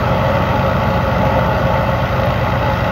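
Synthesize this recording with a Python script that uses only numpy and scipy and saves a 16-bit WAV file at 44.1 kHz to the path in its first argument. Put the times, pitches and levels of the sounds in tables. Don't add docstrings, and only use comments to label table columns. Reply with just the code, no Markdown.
import sys
import numpy as np
from scipy import signal
from scipy.fft import rfft, irfft
from scipy.io import wavfile
from scipy.ndimage import uniform_filter1d

SR = 44100
rng = np.random.default_rng(int(sys.argv[2]) if len(sys.argv) > 2 else 0)


def master_out(mix):
    frames = np.transpose(np.atleast_2d(mix))
    ceiling = np.clip(frames, -1, 1)
    pcm = np.round(ceiling * 32767).astype(np.int16)
    wavfile.write(sys.argv[1], SR, pcm)


def amplitude_ratio(level_db):
    exponent = np.asarray(level_db, float) / 20
    return 10 ** exponent


N = 128331

# time_s, firing_rate_hz
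ENGINE_SPEED = [
    (0, 57.9),
    (.6, 57.9),
    (1.05, 57.7),
    (1.55, 57.35),
    (1.9, 56.95),
    (2.2, 56.05),
    (2.5, 55.8),
    (2.91, 55.75),
]
# time_s, straw_feed_db, diesel_knock_db
WORK_LOAD = [
    (0, -19.5, -4.5),
    (.4, -19.5, 0),
    (.9, -20, -1),
    (1.5, -20, -4.5),
    (1.75, -20.5, -2.5),
    (1.95, -22, -2.5),
    (2.3, -22.5, 3.5),
    (2.6, -21, 0),
    (2.91, -21, 0.5),
]
BLADE_RATIO = .6163


def evened(x):
    return x / np.sqrt(np.mean(x ** 2) + 1e-20)


def read(points, hz):
    f, value = np.transpose(points)
    return np.interp(np.log(hz + 1), np.log(f + 1), value)


def curve(table, column=1):
    rows = np.array(table)
    return np.interp(np.arange(N) / SR, rows[:, 0], rows[:, column])


def wander(hz):
    knots = uniform_filter1d(rng.standard_normal(200), size=2) * np.sqrt(2)
    return np.interp(np.arange(N) / SR * hz, np.arange(200), knots)


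def ring(x, modes):
    out = np.zeros(N)
    for hz, width_hz, db in modes:
        radius = np.exp(-np.pi * width_hz / SR)
        angle = 2 * np.pi * hz / SR
        poles = [1, -2 * radius * np.cos(angle), radius * radius]
        out += amplitude_ratio(db) * (1 - radius * radius) / 2 * signal.lfilter([1, 0, -1], poles, x)
    return out


def noise(shape, db, patchy_db, flicker_db):
    frames = N // 256 + 5
    real, imaginary, patch = rng.standard_normal((frames, 513, 3)).T
    patch = uniform_filter1d(patch, size=8, axis=0)
    patch = evened(uniform_filter1d(patch, size=10, axis=1))
    flicker = flicker_db * rng.standard_normal(frames)
    spectra = (real + 1j * imaginary) * amplitude_ratio(patchy_db * patch + flicker)
    white = signal.istft(spectra, nperseg=1024, noverlap=768)[1][:N]
    hz = np.fft.rfftfreq(N, 1 / SR)
    inside = (hz > shape[0][0]) & (hz < shape[-1][0])
    return amplitude_ratio(db) * evened(irfft(rfft(white) * amplitude_ratio(read(shape, hz)) * inside, N))


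def firings():
    strong_firing_s = 2.304
    turns = np.cumsum(curve(ENGINE_SPEED)) / SR
    return turns - turns[round(strong_firing_s * SR)] + 400


def sag_hz():
    rate_hz = curve(ENGINE_SPEED)
    return rate_hz.max() - rate_hz


def tones(turns, orders, dbs):
    out = np.zeros(N)
    for order, db in zip(orders, dbs):
        level = np.sqrt(2) * amplitude_ratio(db + 0.9 * wander(hz=3.14))
        out += level * np.sin(2 * np.pi * (order * turns + rng.random()))
    return out


def comb(turns, count, spread_db, shift_db):
    slow = turns[::4]
    wave = np.zeros(len(slow))
    for order in range(4, count):
        level = amplitude_ratio(spread_db * rng.standard_normal() + shift_db * wander(hz=3.5)[::4])
        wave += level * np.sin(2 * np.pi * (order * slow + rng.random()))
    return evened(signal.resample_poly(wave, 4, 1)[:N])


def feed(share):
    level_db = curve(WORK_LOAD)
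    return amplitude_ratio(share * (level_db - level_db.mean()))


def blows():
    cylinder_db = [0, -5, -1, -5]
    spread_db, peak_s = 1.5, 0.0018
    turns = firings()
    which = turns.astype(int)
    chance = np.clip(rng.standard_normal(600), -2, 2)[which]
    size_db = np.array(cylinder_db)[which % 4] + spread_db * chance
    since = turns % 1 / curve(ENGINE_SPEED) / peak_s
    return evened(amplitude_ratio(size_db + curve(WORK_LOAD, column=2)) * since * np.exp(-since))


def exhaust():
    exhaust_orders = [1, 2, 2.5, 3, 4]
    exhaust_db = [-31.5, -25, -37, -34, -36]
    return tones(firings(), exhaust_orders, exhaust_db)


def gear_whine():
    fade_db_per_hz = 1.8
    return amplitude_ratio(-fade_db_per_hz * sag_hz()) * tones(firings(), [19.5], [-32])


def blower_hum():
    blower_orders = [4, 5, 6]
    blower_db = [-38, -30, -34]
    fade = amplitude_ratio(-3.5 * sag_hz() ** 2)
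    return fade * tones(firings() * BLADE_RATIO, blower_orders, blower_db)


def knock(envelope):
    # pitch_hz, width_hz, level_db
    block_modes = [(1890, 190, 0), (2410, 120, 2), (3240, 99, -1), (3703, 190, 0), (4570, 100, -19.5)]
    ping_hz, ping_db, burst_db = 3760, -50.5, -49.5
    burst = evened(ring(ring(envelope * rng.standard_normal(N), block_modes), block_modes))
    sway_hz = ping_hz * (1 + 0.013 * wander(hz=39.84))
    ping = envelope ** 1.3 * np.sin(2 * np.pi * np.cumsum(sway_hz) / SR)
    return amplitude_ratio(burst_db) * burst + amplitude_ratio(ping_db) * evened(ring(ping, [(ping_hz, 500, 0)]))


def thresher():
    drum_orders = [4, 6, 7, 8, 9, 11, 12, 14, 16, 18, 20, 24]
    drum_db = [-38.5, -28.5, -44.5, -26, -40, -41.5, -27.5, -41.5, -30, -34.5, -43.5, -38]
    # pitch_hz, width_hz, level_db
    housing_modes = [(164.2, 9.7, -9), (281, 15, -9), (393, 17, -10.5), (429.6, 19, -11.5),
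                     (521.3, 7.7, -7), (542.6, 25, -0.5), (599, 9.3, -2), (634.3, 8, -2), (849.1, 18.4, 0),
                     (878.4, 14.8, -2.5), (912, 15, -7), (1214, 20, -6), (1282, 27, -5.5)]
    drum_ratio, pulley_ratio, slow_blower_ratio = .1968, 2.226, .1849
    turns = firings()
    hum = tones(turns * drum_ratio, drum_orders, drum_db) + tones(turns, [pulley_ratio], [-28])
    blades = comb(turns * BLADE_RATIO, count=40, spread_db=1.96, shift_db=-1.8)
    slow_blower = comb(turns * slow_blower_ratio, count=64, spread_db=-0.5, shift_db=1.0)
    rattle = rng.standard_normal(N)
    rung = np.zeros(N)
    for shaking, db in [(blades, -28), (slow_blower, -28), (rattle, -23.5)]:
        rung += amplitude_ratio(db) * evened(ring(ring(shaking, housing_modes), housing_modes))
    return hum + feed(1.0) * rung


def straw(envelope):
    # pitch_hz, level_db
    rumble_shape = [(3, -36), (42, -16.5), (100, -6), (150, 0.5), (230, -1), (320, -5), (480, -5),
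                    (600, -24)]
    # pitch_hz, level_db
    roar_shape = [(380, -15), (480, -33.5), (530, 4), (900, -3), (1020, -7), (1450, -2.5), (1600, -14.5),
                  (2000, -33)]
    # pitch_hz, level_db
    hiss_shape = [(880, -38), (1500, -5), (1710, -7), (1940, 1.5), (2260, -6.5), (2670, -7), (4760, -18.5),
                  (6660, -29), (8600, -49), (11200, -89), (18900, -120)]
    # pitch_hz, width_hz, level_db
    guard_modes = [(1966, 465, 7), (2660, 346, 9), (3183, 250, 10), (3880, 690, 4.5), (4694, 390, 8),
                   (5310, 300, 8.5), (5940, 230, 10.5), (6510, 350, 6.5)]
    rumble = noise(rumble_shape, -26.5, patchy_db=0.4, flicker_db=0.24)
    roar = noise(roar_shape, -21, patchy_db=1.2, flicker_db=0.48)
    puffs = 1 + 0.24 * uniform_filter1d(envelope, size=100)
    hiss = noise(hiss_shape, 0, patchy_db=1.25, flicker_db=0.61) * puffs
    hiss = amplitude_ratio(-29.5) * evened(hiss + ring(hiss, guard_modes))
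    return feed(0.42) * rumble + feed(0.3) * roar + feed(0.33) * hiss


def air():
    # pitch_hz, level_db
    air_shape = [(4710, -52), (8000, -42), (8440, -27), (9920, -14), (11400, -2.5), (12100, 1.5),
                 (15100, -1.5), (15800, 4)]
    return noise(air_shape, -51, patchy_db=1.3, flicker_db=0.81)


def ticks():
    # start_s, peak_db, ring_hz
    snaps = [
        (1.2535, -37.5, 11800),
        (1.7898, -47, 12140),
        (1.832, -35.5, 12260),
        (2.21, -35, 12800),
        (2.2598, -33, 12900),
    ]
    out, t = np.zeros(N + 900), np.arange(900) / SR
    shape = np.minimum(t / .0005, 1) * np.exp(-t / .0012)
    bright = signal.butter(2, [10500, 15500], "band", fs=SR)
    for start_s, db, hz in snaps:
        puff = signal.lfilter(*bright, rng.standard_normal(900)) * 1.6
        out[round(start_s * SR):][:900] += amplitude_ratio(db) * shape * (np.sin(2 * np.pi * hz * t) + puff)
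    return out[:N]


def scene():
    envelope = blows()
    engine = exhaust() + gear_whine() + blower_hum() + knock(envelope)
    mono = engine + thresher() + straw(envelope) + air() + ticks()
    return np.array([mono, mono])


def roll_off(x):
    return signal.sosfilt(signal.butter(12, 15910, fs=SR, output="sos"), x)


def record(dry):
    # pitch_hz, left_minus_right_db
    port_lean = [(300, -0.04), (700, 0.2), (1290, .5), (2380, 1.4), (3500, 1.95), (5000, -0.4),
                 (8000, 2.24), (15000, -0.8)]
    edge_hz = 15730
    wide = np.pad(dry, [(0, 0), (2048, 2048)], mode="reflect", reflect_type="odd")
    hz = np.fft.rfftfreq(wide.shape[1], 1 / SR)
    lean_db = read(port_lean, hz) / 2
    gain = amplitude_ratio(np.array([lean_db, -lean_db])) * (hz < edge_hz)
    ports = irfft(rfft(wide) * gain, wide.shape[1])
    return roll_off(ports[:, 2048:-2048])


dry = scene()
out = record(dry)
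master_out(out)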